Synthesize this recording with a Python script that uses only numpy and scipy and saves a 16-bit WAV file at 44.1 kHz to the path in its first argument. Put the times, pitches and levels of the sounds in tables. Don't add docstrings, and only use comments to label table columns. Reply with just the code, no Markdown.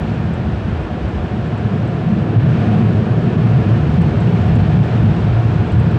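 import sys
import numpy as np
from scipy import signal
from scipy.fft import rfft, irfft, next_fast_len
from scipy.io import wavfile
from scipy.ndimage import uniform_filter1d, minimum_filter1d

SR = 44100
rng = np.random.default_rng(int(sys.argv[2]) if len(sys.argv) > 2 else 0)


def invert_db(x):
    u = np.asarray(x, float) / 20
    return 10 ** u


def wav_out(sig):
    wavfile.write(sys.argv[1], SR, np.round(np.clip(np.atleast_2d(sig).T, -1, 1) * 32767).astype(np.int16))


N = 263718

# (frequency [Hz], density [dB per Hz])
BUFFET = [(50, -46.5), (80, -6), (95, -5.5), (235, -4), (255, -5.5), (300, -24.5)]
# (time [s], roof level [dB], windscreen level [dB], side window level [dB], body level [dB])
GUSTS = [(.05, -6.5, 1.5, 9.5, 2), (.17, 3.5, 0.5, -2.5, -1.5), (.3, 3.5, 8, 3, 0.5), (.5, 3.5, 1.5, 4, 5),
         (.72, 3.5, -5.5, 5, 0.5), (.8, -0.5, 3.5, -6, 6.5), (.89, -10, -1, 4.5, -2), (1.06, 0, 1.5, -2, 3),
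         (1.17, 0.5, -6, 3.5, 4), (1.36, 5.5, -17, 7, 1), (1.45, -2.5, 3.5, -9.5, 5),
         (1.63, 1, -11, -6, 3.5), (1.73, -6, 3, 7.5, -14), (1.95, -1, 6.5, -8, 0), (2.05, -2.5, 4, 2.5, -2),
         (2.149, 1.5, 3, 11, 4), (2.36, 4, -0.5, -12, 2), (2.5, 2.5, 2, 2.5, -6.5), (2.7, 0.5, -12, 7, 5),
         (2.83, 0.5, 4, 9, -1), (3.05, 0, -5.5, 6.5, 3), (3.17, 0.5, 1, -10.5, -1),
         (3.31, -3.5, -4.5, 4.5, 2), (3.5, 2, 0, 1, -3), (3.68, 4, -8, 3.5, -5), (3.9, -0.5, 5, 1, 6),
         (4.05, -2.5, 4.5, -1.5, 2.5), (4.18, 0.5, 0, -0.5, -1), (4.31, -1.5, 8, -3.5, -7.5),
         (4.45, 0, -0.5, -2.5, 1), (4.551, 1, 1, 1, 4.5), (4.68, -1, 6, -0.5, 3), (4.8, 0, 9, -11, 0.5),
         (5.08, 5, 1.5, 7.5, 2), (5.17, 1.5, 1, 5, -1), (5.36, 5.5, -4, -6.5, 1), (5.48, 2, -8.5, -2.5, -3),
         (5.61, 4.5, 4.5, -6, 3), (5.68, -7, -2, -1, -6.5), (5.76, 2.5, 0, -1, 9.5)]


def rms_one(x):
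    return x / np.sqrt(np.mean(x ** 2) + 1e-20)


def coloured(spectrum):
    size = next_fast_len(N)
    hz, db = np.transpose(spectrum)
    bin_hz = np.arange(size // 2 + 1) * SR / size
    gain_db = np.interp(np.log(bin_hz + 1), np.log(hz), db, left=-200, right=-200)
    return rms_one(irfft(rfft(rng.standard_normal(size)) * invert_db(gain_db), size)[:N])


def resonate(x, modes):
    out = 0
    for k, (hz, width, db) in enumerate(modes):
        r = np.exp(-np.pi * max(width, 1) / SR)
        zeros = (1 - r * r) / 2 * np.array([1, 0, -1])
        poles = [1, -2 * r * np.cos(2 * np.pi * hz / SR), r * r]
        out = out + (-1) ** k * invert_db(db) * signal.lfilter(zeros, poles, x)
    return out


def steadied(x, span_s):
    size = max(int(span_s * SR), 1)
    power = uniform_filter1d(uniform_filter1d(x ** 2, size), size)
    return rms_one(x / np.sqrt(power + 1e-12))


def drift(rate_hz):
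    r = np.exp(-80 * np.pi * rate_hz / SR)
    noise = rng.standard_normal(N // 40 + 2002)
    slow = signal.lfilter([1], [1, -2 * r, r * r], noise)[2000:]
    return np.interp(np.arange(N) / 40, np.arange(len(slow)), rms_one(slow))


def in_time(rows, lead_s=0):
    s, db = np.transpose(rows)
    return np.interp(np.arange(N) / SR, s - lead_s, db)


def bumps(rows, width_s):
    return sum(db * np.exp(-((np.arange(N) / SR - s) / width_s) ** 2) for s, db in rows)


def plateau(from_s, to_s, edge_s):
    t = np.arange(N) / SR
    return (np.tanh((t - from_s) / edge_s) - np.tanh((t - to_s) / edge_s)) / 2


def gust_db(column):
    return bumps([(row[0], row[column]) for row in GUSTS], .061)


def answer(level_db, by_pressure, by_nearness, lead_s=0):
    # (time [s], level [dB])
    pressure = [(0, -21.5), (.3, -23), (.9, -23.5), (1.4, -23.5), (1.75, -17), (2.05, -21.5), (2.4, -17),
                (2.9, -15.5), (3.15, -16.5), (3.45, -14), (3.9, -17), (4.5, -14.5), (4.9, -15.5),
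                (5.3, -17.5), (5.98, -14)]
    # (time [s], level [dB])
    nearness = [(0, -47.5), (.3, -48.5), (1.5, -48.5), (2.36, -48.5), (2.48, -46), (2.65, -45), (2.88, -47),
                (3.2, -48), (3.5, -46.5), (4.0, -46), (4.3, -46), (4.7, -45.5), (5.5, -46.5), (5.98, -47)]
    pressure_swing = in_time(pressure, lead_s) + 16
    nearness_swing = in_time(nearness) + 48
    return level_db + by_pressure * pressure_swing + by_nearness * nearness_swing


def tunnel_rumble():
    # (frequency [Hz], density [dB per Hz])
    floor_spectrum = [(18, -38.5), (28, -31), (38, -5), (50, 1.5), (62, -0.5), (75, -27)]
    return invert_db(-46) * steadied(coloured(floor_spectrum), .3)


def drops():
    # (time [s], peak level [dB], pitch [Hz])
    drop_hits = [(.228, -54, 7000), (.338, -45, 7500), (.732, -54, 6800), (.915, -55, 7000),
                 (1.088, -50, 7500), (1.475, -50, 7800), (1.578, -47, 7500), (1.732, -53, 7000),
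                 (1.876, -46, 7650), (3.933, -52, 7000), (4.017, -41, 8000), (4.203, -43, 7500),
                 (4.42, -51, 7200), (4.462, -49, 7900), (4.555, -43, 7450), (4.854, -50, 7000),
                 (5.719, -43, 7600), (5.798, -44, 8100), (5.911, -49, 7600)]
    attack_s, t60_s = .00091, .035
    out = np.zeros(N)
    t = np.arange(int(.04 * SR)) / SR
    for s, db, hz in drop_hits:
        splash = rng.standard_normal(len(t)) * np.minimum(t / attack_s, 1) * invert_db(-60 * t / t60_s)
        splash[0] = 5
        ring = resonate(resonate(splash, [(hz, 450, 1)]), [(hz, 2500, 0)])
        tick = ring + resonate(splash, [(6500, 5000, -11)]) + .06 * splash
        at = round(s * SR)
        out[at:at + len(t)] += invert_db(db + 2.5) * tick / np.abs(tick).max()
    dull = signal.sosfilt(signal.butter(10, 9500, fs=SR, output="sos"), out)
    return dull + invert_db(-21) * out


def blade_hum():
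    # (frequency [Hz], width [Hz], level [dB])
    blade_tones = [(709, 6, 0.5), (738, 10, 0)]
    # (time [s], level [dB])
    fan_trade = [
        (0, 3),
        (1.35, 3),
        (1.55, -2),
        (2.3, -1.5),
        (2.6, 1),
        (4.4, -0.5),
        (5.98, -2),
    ]
    # (time [s], level [dB])
    hum_swells = [(.15, -2), (0.651, -8), (.95, 5), (1.05, -6), (1.25, 4), (1.55, 5), (2.1, 3.5), (2.35, 4),
                  (2.5, -7.5), (2.66, 3.5), (2.77, 7), (4.4, 3), (4.7, 3.5), (4.93, 2), (5.5, 3),
                  (5.85, -6)]
    hums = []
    for hz, width, db in blade_tones:
        tone = resonate(resonate(rng.standard_normal(N), [(hz, width, 0)]), [(hz, 60, 0)])
        hums.append(invert_db(db) * steadied(tone, .098))
    trade_db = in_time(fan_trade)
    both = rms_one(hums[0] * invert_db(-trade_db / 2) + hums[1] * invert_db(trade_db / 2))
    swell_db = bumps(hum_swells, .069) + .5 * drift(13)
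    return both * invert_db(swell_db + answer(-37.5, by_pressure=.11, by_nearness=.57))


def driven_spray():
    # (frequency [Hz], density [dB per Hz])
    spray_spectrum = [(4000, -16), (4800, -0.5), (5500, -1.5), (7000, -7), (8500, -11), (9400, -16),
                      (10000, -27), (10800, -34.5), (11500, -50.5)]
    thinning_db = -2 * plateau(2.3, 2.46, edge_s=.04)
    level_db = answer(-58, by_pressure=.02, by_nearness=1.1) + thinning_db
    return coloured(spray_spectrum) * invert_db(level_db + .46 * drift(14))


def nozzle_hiss():
    # (frequency [Hz], density [dB per Hz])
    hiss_spectrum = [(1100, -23.5), (1850, -4.5), (2010, -4.5), (2480, -3), (3170, -7.5), (4400, -16),
                     (5200, -25.5), (6000, -37)]
    return coloured(hiss_spectrum) * invert_db(answer(-41, by_pressure=.05, by_nearness=.96) + .2 * drift(11))


def jet_rush():
    # (frequency [Hz], density [dB per Hz])
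    jet_spectrum = [(150, -17), (255, 6), (269, -4.5), (324, 3.5), (422, -3), (545, -6), (661, -6.5),
                    (722, -12.5), (862, -12.5), (1270, -17), (1450, -18), (1730, -20), (2100, -35.5),
                    (2730, -43.5), (4620, -120)]
    # (frequency [Hz], width [Hz], level [dB])
    cabin_modes = [(295.6, 17, -4), (324, 3.7, -9.5), (426.4, 51, -4.5), (522, 11, -17.5), (794, 19, -12),
                   (836, 4, -14), (1430, 98, -9), (1790, 270, -8.5)]
    # (time [s], level [dB])
    roar_gusts = [(.3, -1.5), (.7, -0.5), (1.05, 1.5), (1.7, -1), (1.9, 1), (2.1, -1), (2.3, 2.5),
                  (2.55, -1.5), (2.9, -1), (3.3, 0.5), (3.5, -2), (4.1, 2), (4.6, -0.5), (4.95, 1.5),
                  (5.1, 1.5), (5.7, -0.5)]
    jet = coloured(jet_spectrum)
    jet = jet + sum(resonate(jet, [mode]) for mode in cabin_modes)
    roar = signal.sosfiltfilt(signal.butter(2, 600, fs=SR, output="sos"), jet)
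    rush = jet - roar
    sweep_db = bumps([(2.87, 3)], .92)
    roar_db = answer(-27.5, by_pressure=.35, by_nearness=.17) + sweep_db + bumps(roar_gusts, .089)
    rush_db = answer(-32.5, by_pressure=.11, by_nearness=.57)
    return invert_db(roar_db) * steadied(roar, .48) + invert_db(rush_db) * steadied(rush, .34)


def body_shake():
    # (frequency [Hz], density [dB per Hz])
    shake_spectrum = [(12, -27), (25, -26), (33, -26.5), (42, -25), (55, 0), (70, 2), (85, 9), (100, -9.5),
                      (130, -29.5)]
    held_db = -7.5 * plateau(1.3, 3.5, edge_s=.08)
    level_db = answer(-23.5, by_pressure=.23, by_nearness=.05) + held_db + gust_db(4)
    return steadied(coloured(shake_spectrum), .079) * invert_db(level_db + .46 * drift(4.3))


def window_boom():
    # (frequency [Hz], width [Hz], level [dB])
    glass_modes = [(143, 26.3, 2), (174, 19.3, 3.5)]
    # (frequency [Hz], width [Hz], level [dB])
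    side_modes = [(196.2, 56.6, -1.5), (233.7, 44, -5.5)]
    # (time [s], level [dB])
    side_runoff = [
        (.35, 3),
        (5.45, -1),
    ]
    lead_s = .12
    buffet = coloured(BUFFET)
    glass_db = answer(-20.5, by_pressure=1, by_nearness=.051, lead_s=lead_s) + gust_db(2) + .38 * drift(1.7)
    glass = steadied(resonate(buffet, glass_modes), .24) * invert_db(glass_db)
    cleared_db = -6 * (1 + np.tanh((np.arange(N) / SR - 5.55) / .47)) / 2
    side_db = answer(-24.5, by_pressure=.84, by_nearness=.05, lead_s=lead_s) + gust_db(3)
    side_db = side_db + bumps(side_runoff, .15) + cleared_db
    sides = steadied(resonate(resonate(buffet, side_modes), [(221, 90, 0)]), .19) * invert_db(side_db)
    return glass - sides


def roof_boom():
    # (frequency [Hz], width [Hz], level [dB])
    roof_modes = [(89.4, 10, -16.5), (105.7, 13.4, 2), (120, 38, -4)]
    level_db = answer(-15.5, by_pressure=1.32, by_nearness=.046) + gust_db(1)
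    return steadied(resonate(coloured(BUFFET), roof_modes), .14) * invert_db(level_db + .79 * drift(7.5))


def shell():
    # (time [s], level [dB])
    flutter = [(0.058, -7), (0.114, 6), (0.158, -4), (0.193, 4.0), (1.0, -6), (1.051, 4.5), (1.124, -5.5),
               (1.24, 2), (1.294, -6), (1.389, 5), (1.659, 7), (1.915, -5.5), (1.953, 6), (2.336, -6),
               (2.388, 6), (2.439, 4.0), (2.544, 2.5), (2.997, 5), (3.054, -6.0), (3.38, 6), (3.47, 2),
               (3.506, -4.0), (3.639, -5.0), (3.92, -2), (3.996, 4.5), (4.806, 1), (4.89, -5.0), (5.447, 6.5),
               (5.548, -3), (5.617, 1.5), (5.842, -3.5)]
    # (time [s], level [dB])
    dips = [
        (.888, -10),
        (1.975, -3),
        (3.305, -4),
        (4.315, -5),
        (5.68, -1),
        (5.91, -2),
        (5.965, -5),
    ]
    boom = body_shake() + window_boom() + roof_boom()
    return boom * invert_db(bumps(flutter, .015) + bumps(dips, .016))


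def scene():
    air = blade_hum() + driven_spray() + nozzle_hiss() + jet_rush()
    return (tunnel_rumble() + drops() + air + shell())[None]


def limiter(x, ceiling, hold_s, smooth_s):
    smooth = max(int(smooth_s * SR), 1)
    need = np.minimum(1, ceiling / (np.abs(x) + 1e-9))
    gain = minimum_filter1d(need, smooth + max(int(hold_s * SR), 1), axis=1)
    return x * uniform_filter1d(gain, smooth, axis=1)


def low_pass(x):
    return signal.sosfilt(signal.butter(12, 15750, fs=SR, output="sos"), x)


def record(dry):
    t = np.arange(N) / SR
    x = limiter(dry, ceiling=.648, hold_s=.004, smooth_s=.006)
    power = uniform_filter1d(x ** 2, int(.06 * SR), axis=1)
    loudness = np.clip(power / .06 - .25, .25, 1)
    high_pass = signal.butter(3, 13500, "high", fs=SR, output="sos")
    grit = loudness * signal.sosfilt(high_pass, rng.standard_normal(x.shape))
    x = x * (1 + invert_db(-65) * np.cos(2 * np.pi * 12000 * t))
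    x = x + invert_db(-92) * rng.standard_normal(x.shape) + invert_db(-78) * grit
    return low_pass(x)


dry = scene()
out = record(dry)
wav_out(out)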